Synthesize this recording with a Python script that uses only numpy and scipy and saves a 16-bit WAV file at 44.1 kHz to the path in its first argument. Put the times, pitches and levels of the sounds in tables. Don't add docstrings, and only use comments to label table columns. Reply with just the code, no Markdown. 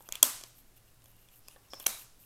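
import sys
import numpy as np
from scipy import signal
from scipy.fft import rfft, irfft, next_fast_len
from scipy.io import wavfile
from scipy.ndimage import map_coordinates

SR = 44100
rng = np.random.default_rng(int(sys.argv[2]) if len(sys.argv) > 2 else 0)


def waveform_to_disk(signal):
    frames = np.transpose(np.atleast_2d(signal))
    scaled = np.clip(frames, -1, 1) * 32767
    samples = np.round(scaled).astype(np.int16)
    wavfile.write(sys.argv[1], SR, samples)


def decibels_to_gain(level_db):
    exponent = np.asarray(level_db, float) / 20
    return 10 ** exponent


N = 99225

# frequency in Hz, level in dB per Hz.
AIR_COLOUR = [(20, 9), (50, -2), (131, -7), (474, -14), (2220, -20.5), (5000, -22.5), (12600, -21),
              (15800, -25)]
AIR_DB = -61.5
HUM_HZ, HUM_WIDTH_HZ, HUM_DB = 115, 8, -71

# start in seconds, length in seconds, hiss level in dB,
# hiss pitch in Hz, scrape level in dB.
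BRUSHES = [(-.03, 0.097, -62, 12000, -80.5), (.04, .05, -65, 12180, -66), (0.121, 0.061, -73, 3297, -58),
           (0.448, 0.073, -64, 12340, -83), (0.531, 0.11, -60.5, 12300, -74.5),
           (0.752, 0.039, -61.5, 12030, -67.5), (0.837, 0.0985, -71.5, 12120, -73.5),
           (1.022, 0.13, -68.5, 12500, -76), (1.145, 0.15, -68.5, 11980, -77),
           (1.3, 0.073, -64.5, 12060, -70.5), (1.345, 0.054, -60.5, 12430, -80),
           (1.399, 0.15, -71, 5000, -77.5), (1.477, 0.0074, -61, 10790, -65),
           (1.481, 0.089, -64, 9800, -67), (1.622, 0.058, -73, 12500, -74),
           (1.773, 0.093, -53, 12480, -61.5), (1.859, 0.015, -61, 5000, -34.5),
           (1.95, 0.11, -53.5, 12240, -65.5), (2.173, 0.1, -60, 12350, -76.5)]
# share of the hiss pitch, width as a share of it, level in dB.
HISS_BANDS = [(1.01, .1, 0), (.78, .55, -2), (1.14, .3, -10)]
# frequency in Hz, width in Hz, level in dB.
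SCRAPE_BANDS = [(2800, 530, 3.5), (5000, 190, -5), (990, 1100, -4.5)]
GRAIN_DB, GRAIN_RATE_HZ = 2.2, 500

# start in seconds, level in dB,
# pitch in Hz, 60 dB decay in seconds.
KNOCKS = [(.0062, -48.5, 544, .028), (.091, -46.5, 615, 0.025), (.2295, -47.5, 246, 0.27),
          (.24, -54.5, 297.2, 0.36), (1.5605, -50, 547, 0.03), (1.565, -56, 1124, 0.032),
          (1.683, -58.5, 1050, 0.031), (1.7375, -41, 525, 0.029), (1.7345, -47.5, 321, 0.038),
          (1.87, -50.5, 400, 0.062), (1.881, -55, 216, 0.22)]
# ratio to its pitch, level in dB.
KNOCK_PARTIALS = [(1, 0), (1.58, -3), (2.5, -10), (3.1, -8)]
KNOCK_RISE_S, OVERTONE_T60_S, KNOCK_ROUGH_DB = 0.0012, 0.04, 2.5

# start in seconds, crack level in dB,
# card ring level in dB, table knock level in dB, 60 dB crack decay in seconds.
TAPS = [(.0065, -63.5, -56.5, -55.5, .008), (0.0888, -34.5, -44, -43, 0.0086),
        (0.1236, -28, -27, -46.5, 0.011), (0.1547, -32.5, -28.5, -50.5, 0.013),
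        (0.4114, -41, -44, -51, 0.0054), (0.4374, -41, -43, -47, 0.01), (1.0417, -51, -65, -59.5, 0.013),
        (1.0583, -46.5, -52.5, -56, 0.0044), (1.287, -52, -52, -70.5, .006),
        (1.484, -35, -51, -49.5, 0.0065), (1.7345, -47, -34, -37, 0.015), (1.7425, -44, -48, -51.5, 0.0081),
        (1.7994, -30.5, -55.5, -47, 0.0082), (1.804, -44.5, -40.5, -59, 0.0095),
        (1.806, -46, -54, -48.5, 0.004), (1.8415, -47, -50, -56, 0.0064)]
# start in seconds, crack level in dB,
# card ring level in dB, table knock level in dB, 60 dB crack decay in seconds.
SNAPS = [
    (0.2271, -13, -22, -76, 0.009),
    (.2286, -2, -12, -33.5, 0.0066),
    (0.2298, -6, -18.5, -31, .008),
    (.2314, -17, -25, -25, .008),
    (1.863, -31.5, -38, -65, 0.018),
    (1.8644, -19.5, -20.5, -61, .014),
    (1.8666, -7, -22.5, -26.5, 0.0045),
    (1.8683, -15.5, -37, -54, 0.0058),
]
# frequency in Hz, level in dB.
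CRACK_COLOUR = [(500, -32.5), (2000, -21), (3800, -11), (6200, -5), (8100, -3.5), (11500, -3),
                (13500, -2.5), (16000, -16.5)]
# frequency in Hz, width in Hz, depth from 0 to 1.
BOUNCE_NOTCHES = [(1710, 280, 1), (4670, 600, .85)]
# frequency in Hz, level in dB, 60 dB decay in seconds.
HELD_CARD = [(3360, 1, 0.011), (2450, -10.5, 0.023), (4160, 0, 0.0036), (5300, -3, 0.0055),
             (7400, -9.5, 0.0078)]
# frequency in Hz, level in dB, 60 dB decay in seconds.
FIRST_CARD = [(3330, -1.5, 0.017), (2695, -13, 0.022), (4600, -11, .009), (6200, -12, 0.011)]
# frequency in Hz, level in dB, 60 dB decay in seconds.
SECOND_CARD = [(3260, 1.5, 0.0096), (2360, -9, .014), (3860, -1.5, .014), (4080, -9, 0.0068),
               (5920, 7.5, 0.0057)]
# frequency in Hz, level in dB, 60 dB decay in seconds.
TABLE = [(189, -22, .014), (272, -7, 0.037), (400, -16.5, .02), (644, -2, .022), (723, -4, 0.018),
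         (990, -1.5, .024), (1140, -8.5, .02), (1290, -5.5, .016)]
# frequency in Hz, level in dB, 60 dB decay in seconds.
TABLE_EDGE = [(400, -6, 0.026), (530, -7, 0.0093), (655, 5, 0.013), (820, -2, 0.017), (1056, 7, 0.0093),
              (1446, 0, 0.0082)]
CARD_RISE_S, TABLE_RISE_S, CONTACT_LOW_CUT_HZ = 0.00015, 0.0006, 130

# start in
# seconds, level in dB, pitch in Hz, length in cycles.
MORE_TICKS = [(.0065, -51, 870, 5), (0.0888, -42, 1240, 3.7), (0.0884, -39, 5600, 5.5), (.125, -46, 1100, 4),
              (.155, -58, 1140, 4), (.228, -34, 285, 2.8), (0.2316, -32, 990, 6.2), (1.561, -51.5, 798, 5.8),
              (1.561, -55.5, 1700, 7.6), (1.7365, -45.5, 558, 5), (1.738, -47.5, 1130, 5.6),
              (1.8645, -34.5, 1440, 6)]
# start in seconds,
# level in dB, pitch in Hz, length in cycles.
TICKS = [(.0236, -38.5, 9220, 2.4), (.0586, -44.5, 12130, 6.8), (.0622, -52, 12470, 17),
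         (.0705, -47.5, 12700, 7.2), (.0788, -41.5, 12720, 10), (.095, -52.5, 6300, 3.7),
         (0.1234, -24.5, 6720, 11), (0.4374, -27.5, 5450, 2.7), (.486, -50.5, 12400, 10),
         (.766, -48.5, 11900, 5.7), (.945, -46, 13540, 2.5), (1.021, -47.5, 6010, 1.2),
         (1.104, -50.5, 14800, 8), (1.116, -46, 12600, 6.3), (1.166, -46.5, 12500, 6.35),
         (1.3605, -44, 11960, 5), (1.392, -43.5, 11500, 8.1), (1.405, -49.5, 12480, 5),
         (1.4786, -49, 5060, 14), (1.483, -45, 4930, 19), (1.4839, -46.5, 2600, 11.6),
         (1.686, -56.5, 5900, 11), (1.7416, -49, 12000, 6.8), (1.8215, -44, 12500, 9.8),
         (0.2292, -4.5, 8155, 12), (1.8662, -17.5, 10300, 20), (1.8688, -16, 12660, 22),
         (1.855, -38.5, 11900, 4.6), (2.2074, -52.5, 12870, 11), (0.2271, -27.5, 1270, 5),
         (0.5312, -52, 12530, 4), (.5537, -50, 12960, 9.1), (1.2177, -56.5, 12000, 3.6),
         (1.3185, -56, 12000, 4), (1.338, -55.5, 12500, 5.5), (1.9986, -37, 12300, 6),
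         (2.1933, -53.5, 12500, 6), (1.02, -58.5, 2760, 7.5), (1.652, -55, 13000, 4),
         (1.562, -54.5, 3460, 6), (1.828, -57, 2900, 3.9), (1.8415, -44, 3700, 5), (2.014, -50, 2720, 10),
         (2.207, -54.5, 8340, 8), (2.238, -58, 2810, 8.5), (1.8783, -30.5, 8570, 4)]

# frequency in Hz, level in dB.
ROOM_THUD = [(120, -27), (260, 1), (600, 1.5), (1200, -9.5), (2000, -14), (4000, -41)]
# frequency in Hz, 60 dB decay in seconds.
ROOM_DECAY = [(150, 0.25), (600, 0.44), (3000, 0.59), (6000, 0.53), (9000, 0.45), (14000, 0.33)]
# frequency in Hz, level in dB.
ROOM_COLOUR = [(150, -6.5), (1000, 8.5), (1500, 3.5), (2100, -3.5), (3300, -6), (6000, -3), (10000, -1),
               (15000, 0.5)]
ROOM_DB, ROOM_BUILD_S, ROOM_DELAY_S = -8, 0.0055, 0.0016
ROOM_CRACK_DB, ROOM_CARD_DB, ROOM_THUD_DB, CARD_SPREAD_HZ = 16, 19.5, 23, 3000
TAIL_GRAIN_DB, SMALL_SOUNDS_ROOM_DB = 0.5, -7
# delay in seconds, level in dB.
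WALL_ECHOES = [(0.0123, -28), (.0155, -25.5), (0.023, -22)]

# start in seconds, length in seconds,
# level in dB, frequency in Hz, width in Hz.
HUMMING = [
    (.128, 0.072, -57, 2700, 210),
    (0.11, 0.1, -57.5, 2400, 580),
    (1.872, 0.13, -53.5, 2280, 110),
    (1.875, .14, -53, 3870, 130),
    (1.7, 0.14, -53.5, 5350, 200),
    (0.27, .12, -56, 1480, 150),
    (.24, 0.089, -53, 1110, 82),
    (1.1, 0.314, -75.5, 2800, 110),
]
TOP_HZ = 16150


def unit(x):
    return x / np.sqrt(np.mean(x ** 2) + 1e-20)


def along(points, hz):
    point_hz, value = np.transpose(points)
    return np.interp(np.log(hz + 1), np.log(point_hz + 1), value)


def filtered(x, response):
    size = next_fast_len(len(x) + 8192)
    spectrum = rfft(x, size) * response(np.fft.rfftfreq(size, 1 / SR))
    return irfft(spectrum, size)[:len(x)]


def resonance(f, hz, width):
    return 1j * f * width / (hz * hz - f * f + 1j * f * width)


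def peaks(table):
    return lambda f: sum(decibels_to_gain(db) * resonance(f, hz, width) for hz, width, db in table)


def noise(response, size=N):
    return unit(filtered(rng.standard_normal(size), response))


def wobble(rate_hz):
    return map_coordinates(rng.standard_normal(N // 20), [np.arange(N) * rate_hz / SR])


def ring(modes, t):
    total = np.zeros(len(t))
    for hz, db, t60 in modes:
        decay = decibels_to_gain(db + 2 * rng.normal() - 60 * t / t60)
        total += decay * np.sin(2 * np.pi * hz * t)
    return total


def air():
    hiss = decibels_to_gain(AIR_DB + 0.47 * wobble(6)) * noise(lambda f: decibels_to_gain(along(AIR_COLOUR, f)))
    hum = decibels_to_gain(HUM_DB) * noise(peaks([(HUM_HZ, HUM_WIDTH_HZ, 0)]))
    return hiss + hum


def brushing():
    t, out = np.arange(N) / SR, np.zeros(N)
    scrape = noise(peaks(SCRAPE_BANDS))
    for s, length, hiss_db, hz, scrape_db in BRUSHES:
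        bands = peaks([(hz * share, hz * width, db) for share, width, db in HISS_BANDS])
        hiss = noise(lambda f: bands(f) ** 2)
        swell = np.sin(np.pi * np.clip((t - s) / length, 0, 1)) ** 1.5
        out += swell * (decibels_to_gain(hiss_db) * hiss + decibels_to_gain(scrape_db) * scrape)
    return out * decibels_to_gain(GRAIN_DB * wobble(GRAIN_RATE_HZ))


def knocks():
    out, t = np.zeros(N + SR), np.arange(SR // 2) / SR
    rise = 1 - np.exp(-t / KNOCK_RISE_S)
    for s, db, hz, t60 in KNOCKS:
        modes = []
        for ratio, level in KNOCK_PARTIALS:
            decay = t60 if ratio == 1 else min(t60, OVERTONE_T60_S) / np.sqrt(ratio)
            modes.append((hz * ratio, level, decay))
        out[round(s * SR):][:len(t)] += decibels_to_gain(db) * ring(modes, t) * rise
    return out[:N] * decibels_to_gain(KNOCK_ROUGH_DB * wobble(70))


def bounce(f):
    return np.prod([1 - np.clip(depth, 0, 1) * resonance(f, hz, width)
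                    for hz, width, depth in BOUNCE_NOTCHES], axis=0)


def contacts(rows, card_modes, table_modes):
    out, t = np.zeros(N + SR), np.arange(SR // 10) / SR
    card_rise = 1 - np.exp(-t / CARD_RISE_S)
    table_rise = 1 - np.exp(-t / TABLE_RISE_S)
    for s, crack_db, card_db, table_db, t60 in rows:
        burst = noise(lambda f: decibels_to_gain(along(CRACK_COLOUR, f)) * bounce(f), size=len(t))
        crack = burst * decibels_to_gain(crack_db - 60 * t / t60)
        knock = decibels_to_gain(table_db) * ring(table_modes, t) * table_rise
        card = decibels_to_gain(card_db) * ring(card_modes, t)
        out[round(s * SR):][:len(t)] += (crack + card) * card_rise + knock
    return filtered(out[:N], lambda f: (1j * f / (1j * f + CONTACT_LOW_CUT_HZ)) ** 2)


def pats_and_ticks():
    out, t = np.zeros(N + SR), np.arange(SR // 100) / SR
    for s, db, hz, cycles in TICKS + MORE_TICKS:
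        progress = np.clip(t * hz / cycles, 0, 1)
        swell = np.sin(np.pi * np.sqrt(progress)) ** 2
        out[round(s * SR):][:len(t)] += decibels_to_gain(db) * swell * np.sin(2 * np.pi * hz * t)
    return out[:N]


def radiated(rows):
    s, crack_db, card_db, table_db, _ = np.transpose(rows)

    def clicks(db):
        return np.bincount(np.round(s * SR).astype(int), decibels_to_gain(db), N)

    crack = filtered(clicks(crack_db + ROOM_CRACK_DB), lambda f: decibels_to_gain(along(CRACK_COLOUR, f)))
    card = filtered(clicks(card_db + ROOM_CARD_DB), peaks([(FIRST_CARD[0][0], CARD_SPREAD_HZ, 0)]))
    thud = filtered(clicks(table_db + ROOM_THUD_DB), lambda f: decibels_to_gain(along(ROOM_THUD, f)))
    return crack + card + thud


def room(x):
    hz, t, bands = signal.stft(rng.standard_normal(SR * 2 // 3), SR, nperseg=256)
    colour_db = along(ROOM_COLOUR, hz)[:, None]
    decay_db = 60 * t / along(ROOM_DECAY, hz)[:, None]
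    tail = signal.istft(bands * decibels_to_gain(colour_db - decay_db), SR, nperseg=256)[1]
    since = np.maximum(np.arange(len(tail)) / SR - ROOM_DELAY_S, 0)
    tail = tail * (1 - np.exp(-since / ROOM_BUILD_S))
    return signal.fftconvolve(x, decibels_to_gain(ROOM_DB) * tail / np.linalg.norm(tail))[:N]


def walls(x):
    bright = filtered(x, lambda f: 1j * f / (1j * f + 5000))
    return sum(decibels_to_gain(db) * np.pad(bright, (round(s * SR), 0))[:N] for s, db in WALL_ECHOES)


def humming():
    t, out = np.arange(N) / SR, np.zeros(N)
    for s, length, db, hz, width in HUMMING:
        swell = np.sin(np.pi * np.sqrt(np.clip((t - s) / length, 0, 1)))
        out += decibels_to_gain(db) * swell * noise(peaks([(hz, width, 0)]))
    return out


def scene():
    small = brushing() + knocks() + pats_and_ticks()
    hits = contacts(TAPS, HELD_CARD, TABLE_EDGE)
    hits += contacts(SNAPS[:4], FIRST_CARD, TABLE)
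    hits += contacts(SNAPS[4:], SECOND_CARD, TABLE_EDGE)
    tails = sum(room(radiated([row])) for row in SNAPS + TAPS)
    tails = tails * decibels_to_gain(TAIL_GRAIN_DB * wobble(150))
    tails += decibels_to_gain(SMALL_SOUNDS_ROOM_DB) * room(small)
    return (air() + small + hits + walls(hits) + tails + humming())[None]


def top_cut(x):
    return signal.sosfilt(signal.butter(12, 15860, fs=SR, output="sos"), x)


def record(dry):
    limited = filtered(dry[0], lambda f: 1 / (1 + (f / TOP_HZ) ** 60))[None]
    mix = np.clip(limited, -1, 1)
    return top_cut(mix)


dry = scene()
out = record(dry)
waveform_to_disk(out)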